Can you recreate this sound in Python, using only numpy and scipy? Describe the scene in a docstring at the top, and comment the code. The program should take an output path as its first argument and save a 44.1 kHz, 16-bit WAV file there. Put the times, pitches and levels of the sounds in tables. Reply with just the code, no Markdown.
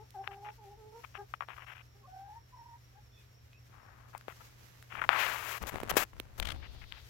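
"""Backyard lawn: hens croon softly, step through crackling grass, peck a bare patch and brush past.
Each croon is a wavering harmonic tone on one arc of pitch; each peck is a brief ring with a crack.
Fingers shift on the hand-held recorder, next to its left microphone port: taps ring the case,
skin sticks and slips across it, and the grip makes it click, flex and creak.
Behind it all are a low machine hum, outdoor air and faint far birds."""
import sys
import numpy as np
from scipy import signal
from scipy.fft import rfft, irfft, next_fast_len
from scipy.io import wavfile
from scipy.ndimage import map_coordinates

SR = 44100
rng = np.random.default_rng(int(sys.argv[2]) if len(sys.argv) > 2 else 0)


def unload_audio(sound):
    """Save the sound as a 16-bit wav file, at the path given as the first command line argument."""
    columns = np.transpose(np.atleast_2d(sound))
    # keep every value between -1 and 1, then stretch to whole-number steps
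    steps = np.round(np.clip(columns, -1, 1) * 32767)
    wavfile.write(sys.argv[1], SR, steps.astype(np.int16))


N = 312845
TIME = np.arange(N) / SR
TAP_DELAY_S = 0.002522   # each tap sounds this long after its listed time
FINGER_PAN_DB = 38   # pan is left minus right throughout

# outdoor air spectrum: (frequency [Hz], relative density [dB])
AIR_SPECTRUM = [(20, -41.5), (35, -10), (50, 1.5), (70, 0.5), (100, 2), (160, -13.5), (230, -16.5),
                (330, -19), (480, -17), (1100, -21.5), (2600, -25.5), (7000, -33), (9500, -49.5),
                (12000, -31), (16000, -44.5)]
# likeness of the air at the two ports: (frequency [Hz], coherence [0..1])
AIR_COHERENCE = [(40, 0.92), (120, 0.78), (400, 0.99), (1200, 0.3), (16000, .02)]
# far bird notes: (start [s], end [s], first pitch [Hz], last pitch [Hz], relative level [dB])
CHIRPS = [(3.126, 3.22, 3503, 3474, -66.5), (3.157, 3.236, 2610, 2420, -70.5),
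          (3.516, 3.593, 2460, 2690, -69)]
# far trill envelope: (time [s], relative level [dB])
TRILL_ENVELOPE = [(0, -76.5), (.7, -80), (1.05, -76), (3.5, -76.5), (4.1, -85), (4.4, -100)]
# squeezes of the case: (start [s], length [s], flex level [dB], creak level [dB])
SQUEEZES = [(3.692, 2.5, -80, -66.5), (4.93, .55, -71, -58.5), (5.61, 0.076, -43, -45),
            (5.726, 0.063, -51, -41.5), (5.802, 0.15, -53, -46.5), (5.906, 0.1423, -49, -43.5),
            (6.129, 0.72, -56, -61.5), (6.392, 0.17, -40.5, -48.5), (6.546, 0.16, -45, -70.5),
            (6.696, 0.79, -54, -69.5)]
# case flex spectrum: (frequency [Hz], relative density [dB])
FLEX_SPECTRUM = [(20, -8.5), (40, -0.5), (70, 0.5), (130, -20), (300, -28), (700, -28), (2000, -70)]
# case creak spectrum: (frequency [Hz], relative density [dB])
CREAK_SPECTRUM = [(80, 3), (200, 2), (380, -3.5), (800, -5), (1300, -5.5), (2400, -11.5), (4000, -23),
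                  (16000, -34)]
# hard case clicks under the grip: (time [s], peak [dB], pitch [Hz], crack re ring [dB], pan [dB])
CASE_CLICKS = [(.2757, -16, 1460, -31.5, 28), (1.4865, -28, 957, -25, 20), (4.2825, -22.5, 520, -25, 36),
               (5.0915, 0.5, 1233, -32, 32), (5.266, -16, 1540, -26, 30), (5.620, -35, 980, -12, 10),
               (5.741, -29, 326, -28, -1), (5.784, -25, 800, -22, 26), (5.957, -25, 690, -27, 30),
               (5.638, -23.5, 740, -16, 30), (5.745, -26.5, 690, -11, -29), (5.758, -20.5, 650, -17, 25),
               (5.770, -32, 350, -10, 22), (5.8025, -23.5, 804, -9.5, 20), (5.833, -19.5, 360, -12, -10),
               (5.915, -15, 674, -23, -29), (5.9685, -4.5, 427, -4, 43), (6.133, -41, 900, -28, 16),
               (6.1995, -18, 3200, -5, -34), (6.2005, -30, 326, -28, 1), (6.3995, -13.5, 3890, -4.5, 34),
               (6.4005, -22.5, 726, -30, 28), (6.923, -21.5, 3200, -21.5, 35)]
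# fingertip taps: (time [s], relative peak [dB], pitch [Hz])
TAPS = [(0.461, -40.5, 880), (1.044, -36.5, 1090), (1.15, -31.5, 1210), (1.336, -24.5, 1250),
        (1.405, -24, 1140), (1.42, -29.5, 1080), (1.5, -35.5, 1140), (1.581, -38, 1120),
        (4.147, -32.5, 850), (5.015, -18.5, 1400), (5.037, -22, 1380), (5.128, -18, 1390)]
# short skin slides: (start [s], length [s], relative level [dB], grit re rub [dB], upper rub re rub [dB])
SHORT_SLIDES = [(0.236, 0.034, -48, -27, -4), (0.274, 0.0053, -42.5, -22, 8), (.312, 0.034, -48, -19, 2.5),
                (0.449, .058, -46.5, -27, 1), (1.038, 0.014, -42.5, -22, -0.5),
                (1.144, .036, -46.5, -29, 3), (1.417, 0.032, -45.5, -22, -20),
                (1.482, 0.069, -48.5, -19.5, 2), (1.562, 0.088, -48.5, -20, -1),
                (1.666, 0.074, -49.5, -14.5, 6), (1.748, 0.072, -54.5, -15, 7.5),
                (3.723, 0.38, -55.5, -43, -22), (4.132, 0.046, -48, -16, -22),
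                (4.281, 0.047, -45.5, -12, -4.5), (4.401, 0.021, -48, -11.5, -15),
                (4.903, 0.055, -46, -26, 5), (4.95, 0.041, -40, -29, 0.5), (4.99, .016, -35.5, -28, -3),
                (5.016, .015, -27.5, -35, -6), (5.038, 0.013, -32, -23, -13),
                (5.625, 0.0073, -40.5, 1.5, -9), (5.669, 0.031, -35.5, 0, -1.5), (5.697, 0.12, -49, -9, 0),
                (5.896, 0.017, -34, 6.5, 7.5), (5.954, 0.011, -38, -7, -3), (5.968, .02, -28, 5, 4),
                (5.989, .05, -31.5, 1, 3), (6.379, 0.018, -49, 3.5, -5), (6.62, 0.052, -55.5, -36, 10.5),
                (6.815, 0.032, -57, -33, 13.5), (6.916, 0.087, -55, -26, 6.5)]
# long skin slide: (time [s], relative rub level [dB], relative grit level [dB])
LONG_SLIDE = [(5.1, -33.5, -60), (5.176, -34, -51), (5.2, -34.5, -43), (5.428, -45.5, -51.5),
              (5.52, -45, -44), (5.585, -48, -52)]
# skin on the case: (frequency [Hz], relative density [dB])
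RUB_SPECTRUM = [(100, -57), (250, -23), (450, -13.5), (750, -2.5), (1200, 2), (1700, 0), (2700, -3.5),
                (3500, -12), (4600, -20.5), (8000, -34), (16000, -88)]
# skin across the port hole: (frequency [Hz], relative density [dB])
GRIT_SPECTRUM = [(150, -24.5), (400, 0.5), (1000, -1), (3000, -6), (5000, -7.5), (7000, -6), (9200, -14),
                 (12000, -4), (16000, -9.5)]
# hen footfalls: (time [s], level [dB], pan [dB])
STEPS = [(.05, -74, 7), (.5, -69, 7), (1.05, -67.5, 6), (1.7, -73, -6), (4.36, -62.5, 0.5),
         (4.645, -63, -8), (5, -65.5, 9), (5.5, -60.5, 5), (6.1, -70.5, -7), (6.8, -65.5, 1.5),
         (7.05, -64.5, 5)]
# grass crackle spectrum: (frequency [Hz], relative density [dB])
GRASS_SPECTRUM = [(200, -8.5), (700, -8), (2000, -4), (3800, -9), (6000, -7.5), (9500, -18.5),
                  (12000, -11.5), (16000, -16.5)]
# beak on soil and twigs: (time [s], peak [dB], pitch [Hz], crack re ring [dB], pan [dB])
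PECKS = [(.106, -40.5, 4500, 2, -18), (3.532, -44.5, 2540, -30, 4), (4.1785, -35.5, 3000, 25, 15),
         (4.211, -38, 1550, -12, 28), (4.826, -36.5, 1630, -4, 7), (6.264, -51, 990, -18, 13)]
# hen calls: (start [s], length [s], first pitch [Hz], middle pitch [Hz], last pitch [Hz],
# relative octave level [dB], mid-call swell [dB], relative fundamental level [dB],
# overtones re octave before the throat [dB], pan [dB])
CROONS = [(-.02, 0.052, 418, 425, 440, -56, -1.5, -57.5, -20, 8),
          (0.15, 0.071, 406, 387, 402, -42, -4.5, -57, -20, 4.5),
          (0.281, 0.22, 409, 400.6, 442, -45, -7.5, -56, -14.5, 0.5),
          (0.586, .16, 431, 400.3, 420, -57.5, -0.5, -62.5, -24, 0.5),
          (0.774, 0.15, 427, 431, 427, -65, 2, -59.5, -16, 0),
          (0.926, 0.077, 445, 461, 460, -58, 0, -56, -21, -7),
          (1.181, 0.042, 393, 404, 404, -50.5, 5, -54.5, -8, 5),
          (1.952, 0.073, 397, 407, 415, -66.5, -9.5, -66, -14, 3),
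          (2.035, .03, 535, 546, 613, -59.5, -1, -69, -30, -3),
          (2.079, .308, 725, 784.4, 948, -74.5, 3.5, -54.5, -12, 3.5),
          (2.529, 0.049, 969, 975, 930, -81, -0.5, -56.5, -8, 0),
          (2.581, 0.174, 935, 931, 958, -73, -6, -53.5, -15, -3),
          (2.953, 0.044, 750, 828, 860, -73, -2, -62, -15, 11)]
# throat response on harmonics 3-7: (frequency [Hz], gain [dB])
THROAT_RESPONSE = [(1000, -33), (1200, -1.5), (1400, 10), (1700, -9.5), (2100, -25), (3000, -34)]


def from_db(db):
    """Decibels to gain."""
    return 10 ** (np.asarray(db) / 20)


def unit_rms(x):
    """Scale to unit power."""
    return x / np.sqrt(np.mean(x ** 2) + 1e-20)


def in_time(rows):
    """Interpolate rows over TIME, one array a column."""
    times_s, *columns = np.transpose(rows)
    return [np.interp(TIME, times_s, column) for column in columns]


def at_hz(spectrum, hz):
    """Read a spectrum on a log-frequency axis."""
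    knots_hz, values = np.transpose(spectrum)
    return np.interp(np.log(hz + 1e-3), np.log(knots_hz), values)


def cut(x, hz, kind, order=2):
    """Butterworth low- or high-pass."""
    return signal.sosfilt(signal.butter(order, min(hz, SR / 2 - 1), kind, fs=SR, output="sos"), x)


def resonate(x, hz, width_hz):
    """One resonance, unit peak gain."""
    return signal.lfilter(*signal.iirpeak(hz, hz / min(width_hz, SR / 4), fs=SR), x)


def drift(rate_hz):
    """Smooth random curve, rms 1."""
    knots = rng.standard_normal(N // 16)
    return unit_rms(map_coordinates(knots, [TIME * rate_hz], order=2, mode="wrap"))


def gate(start_s, end_s, edge_s):
    """1 from start to end, with linear ramps."""
    return np.clip(np.minimum(TIME - start_s, end_s - TIME) / edge_s + .5, 0, 1)


def stroke(start_s, length_s, fade_db, edge_s):
    """Gate that loses fade_db over its length."""
    progress = np.clip((TIME - start_s) / length_s, 0, 1)
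    return gate(start_s, start_s + length_s, edge_s) * from_db(fade_db * (.5 - progress))


def place(x, pan_db):
    """Full level at the nearer port, less at the other."""
    return x * from_db([[min(pan_db, 0)], [-max(pan_db, 0)]])


def colour(x, spectrum):
    """Filter by a spectrum; rms 1."""
    size = next_fast_len(N)
    hz = np.arange(size // 2 + 1) * SR / size
    return unit_rms(irfft(rfft(x, size) * from_db(at_hz(spectrum, hz)), size)[..., :N])


def slips(per_s, spread_db):
    """Random friction impulses, a few much stronger than the rest."""
    sizes = from_db(spread_db * np.minimum(rng.exponential(1, N), 4)) * rng.choice([-1, 1], N)
    return sizes * (rng.random(N) < per_s / SR)


def knocks(rows, cycles, top_hz, crack_s):
    """Contacts: a muffled ring with a brief bright crack on top."""
    ports, t = np.zeros((2, N + SR)), TIME[:SR // 40]
    for (time_s, peak_db, hz, crack_db, pan_db) in rows:
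        ring = resonate(1. * (t == 0), hz, hz / cycles)
        ring = cut(cut(ring, top_hz, "low", order=6), hz / 3, "high")
        crack = cut(rng.standard_normal(len(t)), 3100, "high") * np.exp(-t / crack_s)
        hit = ring / np.abs(ring).max() + from_db(crack_db) * crack / np.abs(crack).max()
        at = int(time_s * SR)
        ports[:, at:at + len(t)] += place(from_db(peak_db) * hit / np.abs(hit).max(), pan_db)
    return ports[:, :N]


def yard_echo(x, echo_db, t60_s):
    """Dull scatter from fence and walls, different at each port."""
    t = TIME[:SR // 2]
    tails = rng.standard_normal((2, len(t))) * from_db(-60 * t / t60_s) * (t > .008)
    tails = tails / np.sqrt(np.sum(tails ** 2, axis=1, keepdims=True))
    return from_db(echo_db) * signal.fftconvolve(cut(x, 4100, "low")[None], tails, axes=1)[:, :N]


def outdoor_air(level_db=-61.5, right_lag_s=0.000526):
    """Shared noise from the left; diffuse noise rules the treble."""
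    size = next_fast_len(N)
    hz = np.arange(size // 2 + 1) * SR / size
    coherence = np.clip(at_hz(AIR_COHERENCE, hz), 0, 1)
    mid, side = rfft(rng.standard_normal((2, size)))
    ports = np.sqrt(1 + coherence) * mid + np.sqrt(1 - coherence) * side * [[1], [-1]]
    ports[1] *= np.exp(-2j * np.pi * hz * right_lag_s)
    return from_db(level_db) * colour(irfft(ports, size), AIR_SPECTRUM)


def machine_hum(hz=120.3, level_db=-62):
    """One low tone, wavering in level and phase."""
    amplitude = np.sqrt(2) * from_db(level_db + 1.2 * drift(8))
    return amplitude * np.sin(2 * np.pi * hz * TIME + 0.2 * drift(3))


def bird_chirps(warble=0.013, rasp=0.9, gain_db=-4.5):
    """Thin far notes, roughened by fast pitch and level flutter."""
    song, wobble = np.zeros(N), 1 + warble * drift(450)
    for start_s, end_s, first_hz, last_hz, level_db in CHIRPS:
        hz = np.interp(TIME, [start_s, end_s], [first_hz, last_hz]) * wobble
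        song += from_db(level_db) * gate(start_s, end_s, .03) * np.sin(2 * np.pi * np.cumsum(hz) / SR)
    song *= (1 + rasp * drift(300)) * from_db(gain_db)
    return song + yard_echo(song, echo_db=0, t60_s=0.13)


def bird_trill(notes_per_s=36, top_hz=5730, bottom_hz=5300, period_s=0.24, phrase_s=0.22, gain_db=-1):
    """Far phrases of quick notes, each swelling and fading as it slides down."""
    progress = np.cumsum(notes_per_s * (1 + 0.17 * drift(25))) / SR % 1
    hz = top_hz + (bottom_hz - top_hz) * progress + 90 * drift(120)
    notes = 2 * np.sin(np.pi * progress) * np.sin(2 * np.pi * np.cumsum(hz) / SR)
    in_phrase_s = (TIME + 0.12 + 0.017 * drift(7)) % period_s
    phrases = np.sqrt(np.sin(np.pi * np.clip(in_phrase_s / phrase_s, 0, 1)))
    song = notes * phrases * from_db(in_time(TRILL_ENVELOPE)[0] + gain_db + 2.2 * drift(40))
    return song + yard_echo(song, echo_db=4, t60_s=0.36)


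def grip():
    """The case flexes and creaks at each squeeze."""
    flex_gain, creak_gain = np.zeros((2, N))
    for start_s, length_s, flex_db, creak_db in SQUEEZES:
        force = stroke(start_s, length_s, fade_db=7.5, edge_s=0.017)
        flex_gain += from_db(flex_db) * force
        creak_gain += from_db(creak_db) * force
    flex = colour(rng.standard_normal((2, N)), FLEX_SPECTRUM)
    creak = np.array([colour(slips(per_s=650, spread_db=4), CREAK_SPECTRUM) for port in range(2)])
    return place(flex_gain * flex, pan_db=12) + place(creak_gain * creak, pan_db=9)


def case_clicks():
    """Hard, heavily damped clicks of the case under the grip."""
    return knocks(CASE_CLICKS, cycles=1.5, top_hz=3680, crack_s=0.0017)


def finger_taps(gain_db=3.5, crack_db=-27, ring_db=-13.5):
    """Fingertips land by the left port: a short knock, then the hollow case rings on."""
    rows = [(time_s + TAP_DELAY_S, peak_db + gain_db, hz, crack_db, FINGER_PAN_DB)
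            for time_s, peak_db, hz in TAPS]
    knock = knocks(rows, cycles=4.1, top_hz=3200, crack_s=0.0016)
    ring = knocks(rows, cycles=12, top_hz=3000, crack_s=0.0016)
    return knock + from_db(ring_db) * ring


def skid_envelope(gain_db=-11, decay_s=0.005):
    """The fingertip skids briefly after each tap."""
    envelope = np.zeros(N)
    for time_s, peak_db, _ in TAPS:
        age_s = TIME - time_s - TAP_DELAY_S
        envelope += from_db(peak_db + gain_db) * (age_s > 0) * np.exp(-np.clip(age_s / decay_s, 0, 20))
    return envelope


def stutter_envelope(start_s=6.428, first_gap_s=0.0268, steady_gap_s=0.01554, slip_s=0.0029):
    """A finger stutters across the port: six slips, quickening to a steady pace."""
    gaps_s = steady_gap_s + (first_gap_s - steady_gap_s) * 0.26 ** np.arange(6)
    times_s = start_s + np.cumsum(gaps_s) - gaps_s
    return from_db(-37) * sum(np.exp(-np.minimum(np.abs(TIME - s) / slip_s, 20)) for s in times_s)


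def port_ring(hz=3200, width_hz=630, gain_db=4):
    """The cavity behind the left port rings at each slip of the stutter."""
    ring = unit_rms(resonate(slips(per_s=16000, spread_db=1), hz, width_hz))
    return place(from_db(gain_db) * stutter_envelope() * ring, FINGER_PAN_DB)


def rubbing(lower_gain, upper_gain, per_s, split_hz=1900):
    """Slips heard through the case; the upper band grows when the skin catches sharply."""
    grains = colour(slips(per_s, spread_db=0.5), RUB_SPECTRUM)
    lower = cut(cut(grains, split_hz, "low")[::-1], split_hz, "low")[::-1]   # zero phase
    return lower * lower_gain + (grains - lower) * upper_gain


def finger_slides(short_gain_db=-1, long_gain_db=6.5, catch_per_grit=0.73, case_top_hz=3450):
    """Skin sticks and slips by the left port: dull rub, bright grit where it crosses the hole."""
    stutter, skid = stutter_envelope(), skid_envelope()
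    lower, upper, short_grit = stutter, stutter * from_db(4), stutter * from_db(-8)
    for start_s, length_s, level_db, grit_db, catch_db in SHORT_SLIDES:
        level = from_db(short_gain_db + level_db) * stroke(start_s, length_s, fade_db=2.5, edge_s=0.0085)
        lower += level
        upper += level * from_db(catch_db)
        short_grit += level * from_db(grit_db)
    judder = from_db(2 * drift(170))

    long_rub_db, long_grit_db = in_time(LONG_SLIDE)
    sweep = gate(5.094, 5.586, edge_s=0.0093) * from_db(long_gain_db + 0.5 * drift(120))
    long_rub = sweep * from_db(long_rub_db)
    long_grit = sweep * from_db(long_grit_db - 0.24)
    long_catch = from_db(catch_per_grit * (long_grit_db - np.mean(LONG_SLIDE, axis=0)[2]))

    # slow finger: separate grains; fast finger: dense stream
    slow = cut(judder * rubbing(lower + skid, upper + skid, per_s=1500), case_top_hz, "low", order=8)
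    fast = rubbing(long_rub, long_rub * long_catch, per_s=5600)
    grit = colour(slips(per_s=16000, spread_db=5), GRIT_SPECTRUM)
    grit *= short_grit * np.sqrt(judder) + long_grit
    return place(slow + fast, pan_db=31) + place(grit, pan_db=30)


def grass_steps(press_s=0.1, recover_s=0.3, stir_db=-72.5):
    """Blades crackle, pressed fast and springing back slowly; the flock stirs them between steps."""
    power = from_db(stir_db) ** 2
    for time_s, level_db, pan_db in STEPS:
        time_constants = np.maximum((time_s - TIME) / press_s, (TIME - time_s) / recover_s)
        press = np.exp(-np.minimum(time_constants, 20))
        power = power + (press * from_db([[level_db + pan_db / 2], [level_db - pan_db / 2]])) ** 2
    blades = np.array([colour(slips(per_s=5000, spread_db=2.5), GRASS_SPECTRUM) for port in range(2)])
    return blades * np.sqrt(power) * from_db(2.5 * drift(30))


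def feathers(start_s=6.38, rise_s=0.24, level_db=-60, centre_hz=3600, width_hz=2600):
    """The near hen brushes past: plumage swishes against the grass."""
    swish = resonate(resonate(rng.standard_normal((2, N)), centre_hz, width_hz), centre_hz, width_hz)
    swish = unit_rms(cut(swish, 5800, "low", order=6))
    rise = np.clip((TIME - start_s) / rise_s, 0, 1)
    return place(swish * rise * from_db(level_db + 1.5 * drift(25)), pan_db=6)


def hen_pecks():
    """Beaks strike soil and twigs; the yard echoes."""
    pecks = knocks(PECKS, cycles=2.5, top_hz=5260, crack_s=0.0017)
    return pecks + yard_echo(pecks[0], echo_db=-12, t60_s=0.17)


def hen_croons(attack_s=0.019, release_s=0.015, bend_s=0.0095, beak_close_db_per_s=106, gain_db=-0.5):
    """Closed-beak calls: a tone near 400 Hz with a strong octave, or a purer one an octave up."""
    voice, ports = np.zeros(N), np.zeros((2, N))
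    waver = 1 + 0.019 * drift(140) + 0.014 * drift(30)
    flutter = from_db(gain_db + 0.5 * drift(70) + 0.94 * drift(25.06))
    rasp = 1 + from_db(-24) * drift(600)
    for (start_s, length_s, first_hz, middle_hz, last_hz,
         octave_db, swell_db, fundamental_db, overtone_db, pan_db) in CROONS:
        on = (TIME > start_s - attack_s) & (TIME < start_s + length_s + release_s)
        t = TIME[on] - start_s
        progress = np.clip(t / length_s, 0, 1)
        arc = 4 * progress * (1 - progress)
        hz = first_hz + (last_hz - first_hz) * progress + (middle_hz - (first_hz + last_hz) / 2) * arc
        sharp_start = 0.0404 * np.exp(-progress * length_s / bend_s)
        flat_end = 0.018 * np.exp((progress - 1) * length_s / bend_s)
        phase = 2 * np.pi * np.cumsum(hz * (waver[on] + sharp_start - flat_end)) / SR
        beak_db = overtone_db - beak_close_db_per_s * t   # overtones die as the beak closes
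        upper = np.sin(2 * phase)
        for k in range(3, 8):
            upper += from_db(beak_db + at_hz(THROAT_RESPONSE, k * hz)) * np.sin(k * phase)
        tone = from_db(fundamental_db) * np.sin(phase) + from_db(octave_db) * upper
        envelope = np.clip(np.minimum(t / attack_s, (length_s - t) / release_s) + .5, 0, 1)
        call = np.sqrt(2) * tone * from_db(swell_db * arc) * envelope * flutter[on] * rasp[on]
        voice[on] += call
        ports[:, on] += call * from_db([[pan_db / 2], [-pan_db / 2]])
    left_lag_s = 0.00015 * (TIME > 1.6)   # later calls reach the right port first
    ports[0] = np.interp(TIME - left_lag_s, TIME, ports[0])
    return ports + yard_echo(voice, echo_db=-3, t60_s=0.093)


def scene():
    """Hens and yard in front of the microphone, fingers on it."""
    flock = hen_pecks() + hen_croons() + grass_steps() + feathers()
    handling = finger_taps() + case_clicks() + finger_slides() + port_ring() + grip()
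    return flock + handling + bird_chirps() + bird_trill() + outdoor_air() + machine_hum()


def record(dry):
    """Clip at full scale, low-pass at 16 kHz."""
    return signal.sosfilt(signal.ellip(10, .1, 80, 16000, fs=SR, output="sos"), np.clip(dry, -1, 1))


dry = scene()
out = record(dry)
unload_audio(out)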